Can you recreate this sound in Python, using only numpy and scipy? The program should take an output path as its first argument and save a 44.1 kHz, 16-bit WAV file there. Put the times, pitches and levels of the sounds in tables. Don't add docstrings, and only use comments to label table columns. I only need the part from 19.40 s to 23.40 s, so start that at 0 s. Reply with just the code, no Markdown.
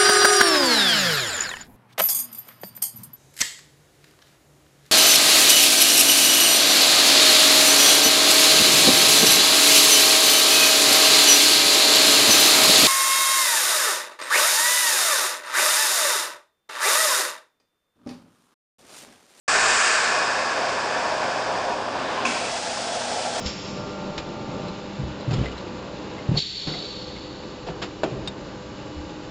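import sys
import numpy as np
from scipy import signal
from scipy.fft import rfft, irfft
from scipy.io import wavfile

SR = 44100
rng = np.random.default_rng(int(sys.argv[2]) if len(sys.argv) > 2 else 0)


def wav_record(signal):
    frames = np.transpose(np.atleast_2d(signal))
    bounded = np.clip(frames, -1, 1)
    quanta = np.round(bounded * 32767).astype(np.int16)
    wavfile.write(sys.argv[1], SR, quanta)


N = 176400
T = np.arange(N) / SR
SEAL_S = 2.851

# time_s, level_db
INTAKE_LEVEL = [(0.08, -20), (0.47, -19.5), (0.65, -22), (0.9, -25.5), (1.2, -28), (1.7, -29.5),
                (2.2, -32.5), (2.45, -37.5), (2.8, -38.5), (3.0, -53)]
# freq_hz, relative_db
INTAKE_SPECTRUM = [(100, -33.5), (280, -22.5), (440, -8), (530, -22), (650, -7.5), (900, -5.5),
                   (1100, -0.5), (1240, -2), (1450, 0), (1740, 3), (1900, -7.5), (2250, -6), (2520, -4.5),
                   (2950, -12.5), (4100, -14), (4700, -9), (5300, -9.5), (5900, -15.5), (7500, -17.5),
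                   (10000, -34.5)]
# pitch_hz, width_hz, relative_db
FOOT_RESONANCES = [(457.4, 30, -18.5), (630, 25, -20), (731, 18, -19.5), (1108, 14, -12.5), (1548, 16, -16),
                   (1745, 120, -17), (2494, 22, -18.5), (3710, 70, -23), (4810, 620, -19)]
# freq_hz, relative_db
SIZZLE_SPECTRUM = [(1500, -13), (2600, 0), (4500, -13), (6000, -3), (7600, 3), (8500, -2.5), (10000, -16.5)]

def intake(full_flow_db=-19.5, full_sizzle_db=-26.5):
    flow = envelope(INTAKE_LEVEL)
    rush = flow * (noise(INTAKE_SPECTRUM) + resonant_noise(FOOT_RESONANCES))
    rush *= flutter(rate_hz=37, depth_db=0.37)
    sizzle_gain = from_db(full_sizzle_db) * (flow / from_db(full_flow_db)) ** 2.97
    return rush + sizzle_gain * noise(SIZZLE_SPECTRUM)


# time_s, level_db
ROAR_LEVEL = [(0.08, -31), (0.3, -31), (0.5, -38.5), (0.75, -28.5), (1.1, -27.5), (1.55, -26.5),
              (2.25, -26), (2.48, -28), (2.85, -28.5), (3.0, -33.5), (3.2, -40)]
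# freq_hz, relative_db
ROAR_SPECTRUM = [(80, -25), (170, -13.5), (250, -8), (350, -7), (480, -3), (540, -2), (720, 2), (830, -1),
                 (1040, -0.5), (1250, -7), (1600, -11.5), (2000, -20.5), (3500, -17), (4150, -26.5),
                 (4800, -18), (6000, -27.5), (10000, -50.5)]
# pitch_hz, width_hz, relative_db
TUBE_RESONANCES = [(293.5, 28, -20.5), (406, 38, -18.5), (529, 25, -10.5), (585, 20, -12), (622, 20, -10),
                   (706, 26, -9), (789, 26, -15.5), (852, 18, -15), (947, 22, -12.5), (1012, 25, -18)]
# time_s, level_db
SQUEEZE_LEVEL = [(2.42, -43.5), (2.6, -32.5), (2.83, -30), (2.95, -32), (3.1, -38.5)]
# freq_hz, relative_db
SQUEEZE_SPECTRUM = [(100, -12), (250, 1), (420, 3), (600, -7), (800, -22), (1050, 7), (1250, -4),
                    (1520, 1.5), (1900, -5.5), (2500, -6.5), (4000, -9.5), (5200, -16), (7000, -20.5),
                    (10000, -36)]

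def gap():
    hollow = unit_rms(noise(ROAR_SPECTRUM) + resonant_noise(TUBE_RESONANCES))
    roar = envelope(ROAR_LEVEL) * hollow * flutter(rate_hz=36, depth_db=0.84)
    return roar + envelope(SQUEEZE_LEVEL) * noise(SQUEEZE_SPECTRUM)


# freq_hz, relative_db
SPURT_SPECTRUM = [(1800, 4), (3500, -6), (5500, -1), (6800, 1), (8500, -16)]
# freq_hz, relative_db
LEAK_SPECTRUM = [(200, -4.5), (400, 1), (1150, 2.5), (1550, 4), (2050, -0.5), (2500, 0), (2950, 0),
                 (3350, 0), (4200, 0.5), (5150, 2), (6000, -1.5), (7600, -3), (8300, -6), (9400, -7.5),
                 (11000, -36)]
# pitch_hz, width_hz, relative_db
LEAK_WHISTLES = [(1337, 12, -18.5), (1570, 16, -19.5), (1990, 12, -23), (3355, 65, -16.5)]

def seal(rise_s=0.0036, spurt_db=-32, leak_db=-31):
    sealed = np.clip((T - SEAL_S) / rise_s, 0, 1)
    spurt = from_db(spurt_db) * decay_from_seal(t60_s=0.5) * noise(SPURT_SPECTRUM)
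    leak = from_db(leak_db) * (noise(LEAK_SPECTRUM) + resonant_noise(LEAK_WHISTLES))
    leak *= flutter(rate_hz=30, depth_db=0.5)
    return sealed * (spurt + leak)


# time_s, level_db
DRONE_LEVEL = [(2.85, -46), (3.05, -31.5), (3.3, -32.5), (3.55, -30.5), (3.78, -28.5), (4.0, -29.5)]
# freq_hz, relative_db
DRONE_SPECTRUM = [(120, -31), (240, -13), (330, -19.5), (430, -15), (510, -7.5), (570, -8), (680, 0),
                  (770, -6.5), (850, -4.5), (980, -17), (1400, -39)]

def motor_valve():
    return envelope(DRONE_LEVEL) * noise(DRONE_SPECTRUM) * flutter(rate_hz=20, depth_db=0.4)


# start_s, impulse_db, lowpass_hz
KNOCKS = [(0.988, -16, 3000), (2.776, -5, 900), (2.8513, -11, 9000), (2.854, -14, 7000), (2.871, -22, 6000),
          (2.888, -25, 2980), (2.921, -19, 6000), (3.372, -10, 899)]
# pitch_hz, gain_db, t60_s
BOX_MODES = [(615, -17.5, 0.071), (810, -11, 0.018), (1052, -10.5, 0.042), (1553, -15.5, 0.066),
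             (2280, -13, .04), (2500, -7.5, 0.038), (2650, -8.5, 0.028), (2840, -14, 0.024),
             (5140, -18.5, .03), (6730, -17, 0.018)]

def clack():
    blows = np.zeros(N)
    for start_s, impulse_db, lowpass_hz in KNOCKS:
        impulse = from_db(impulse_db) * (np.arange(N) == int(start_s * SR))
        pole = np.exp(-2 * np.pi * lowpass_hz / SR)
        blows += signal.lfilter([(1 - pole) ** 2], [1, -2 * pole, pole ** 2], impulse + 1e-18)
    return sum((-1) ** k * from_db(gain_db) * resonator(blows, pitch_hz, t60_s)
               for k, (pitch_hz, gain_db, t60_s) in enumerate(BOX_MODES))


# pitch_hz, width_hz, initial_db
PING_RESONANCES = [(2272, 100, -36), (2454, 60, -36), (2650, 43, -33), (2780, 97, -42)]

def foot_ping():
    return resonant_noise(PING_RESONANCES) * (T > SEAL_S) * decay_from_seal(t60_s=1.3)


def box_boom(pitch_hz=238, peak_db=-28.5, delay_s=0.033, width_s=0.034):
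    swell = np.exp(-((T - SEAL_S - delay_s) / width_s) ** 2)
    return from_db(peak_db) * swell * np.sin(2 * np.pi * pitch_hz * T)


# pitch_hz, base_db
HUM_TONES = [(54, -66.5), (91, -61), (120, -52.5), (240, -48.5)]
# time_s, gain_db
PUMP_LOAD = [(0, -0.5), (0.55, -4.5), (1.4, -1), (2.7, 1.5), (3.3, .5), (4, 0.5)]

def pump():
    hum = np.zeros(N)
    for pitch_hz, base_db in HUM_TONES:
        tone = unit_rms(np.sin(2 * np.pi * (pitch_hz * T + rng.random())))
        hum += from_db(base_db) * tone * flutter(rate_hz=4, depth_db=1.5)
    return envelope(PUMP_LOAD) * hum


# freq_hz, relative_db
DRAUGHT_SPECTRUM = [(20, 1), (70, -4), (160, -2), (450, 0), (600, -7)]
# time_s, level_db
RUMBLE_LEVEL = [(0, -60), (0.55, -68), (0.95, -58), (1.7, -54.5), (2.25, -51.5), (2.85, -54), (3.4, -55),
                (4, -55)]
# freq_hz, relative_db
RUMBLE_SPECTRUM = [(20, -14), (35, -8), (52, 1.5), (70, -3.5), (100, 0.5), (200, -5), (400, -13),
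                   (1000, -43)]

def background(draught_db=-44.5, end_s=0.47, fade_s=0.15):
    draught = from_db(draught_db) * np.clip((end_s - T) / fade_s, 0, 1) * noise(DRAUGHT_SPECTRUM)
    return draught + envelope(RUMBLE_LEVEL) * noise(RUMBLE_SPECTRUM)


def room(x, level_db, t60_s):
    tail = rng.standard_normal(N) * from_db(-60 * T / t60_s) * (T > 0.006)
    return from_db(level_db) * signal.fftconvolve(x, tail / np.sqrt(np.sum(tail ** 2)))[:N]


def from_db(db):
    return 10 ** (np.asarray(db) / 20)


def unit_rms(x):
    return x / np.sqrt(np.mean(x ** 2) + 1e-20)


def envelope(curve):
    time_s, level_db = np.transpose(curve)
    outside_s = np.maximum(time_s[0] - T, 0) + np.maximum(T - time_s[-1], 0)
    return from_db(np.interp(T, time_s, level_db) - 200 * outside_s)


def decay_from_seal(t60_s):
    return from_db(-60 * np.abs(T - SEAL_S) / t60_s)


def noise(spectrum):
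    freq_hz, relative_db = np.transpose(spectrum)
    points_oct = np.log2(freq_hz)
    bins_oct = np.log2(np.fft.rfftfreq(N, 1 / SR) + 1)
    outside_oct = np.maximum(points_oct[0] - bins_oct, 0) + np.maximum(bins_oct - points_oct[-1], 0)
    gain = from_db(np.interp(bins_oct, points_oct, relative_db) - 12 * outside_oct)
    return unit_rms(irfft(rfft(rng.standard_normal(N)) * gain, N))


def flutter(rate_hz, depth_db):
    lowpass = 1 / (1 + (np.fft.rfftfreq(N, 1 / SR) / rate_hz) ** 2)
    wobble = irfft(rfft(rng.standard_normal(N)) * lowpass, N)
    return from_db(depth_db * unit_rms(wobble))


def resonator(x, pitch_hz, t60_s):
    radius, angle = from_db(-60 / (t60_s * SR)), 2 * np.pi * pitch_hz / SR
    return signal.lfilter([0.5, 0, -0.5], [1, -2 * radius * np.cos(angle), radius ** 2], x + 1e-18)


def resonant_noise(resonances):
    total = np.zeros(N)
    for pitch_hz, width_hz, level_db in resonances:
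        t60_s = np.log(1000) / (np.pi * width_hz)
        total += from_db(level_db) * unit_rms(resonator(rng.standard_normal(N), pitch_hz, t60_s))
    return total


def scene():
    air = intake() + gap() + seal() + motor_valve()
    walls_db = -12.5
    air += room(air, walls_db, t60_s=0.26)
    air /= np.hypot(1, from_db(walls_db))
    knocks = clack()
    knocks += room(knocks, level_db=-5.5, t60_s=0.5)
    return (air + knocks + foot_ping() + box_boom() + pump() + background())[None]


def record(dry):
    start_s, rise_s, cutoff_hz = 0.0785, 0.0038, 10100
    opened = dry * np.clip((T - start_s) / rise_s, 0, 1)
    return signal.sosfilt(signal.ellip(12, 0.1, 80, cutoff_hz, fs=SR, output="sos"), opened)


dry = scene()
out = record(dry)
wav_record(out)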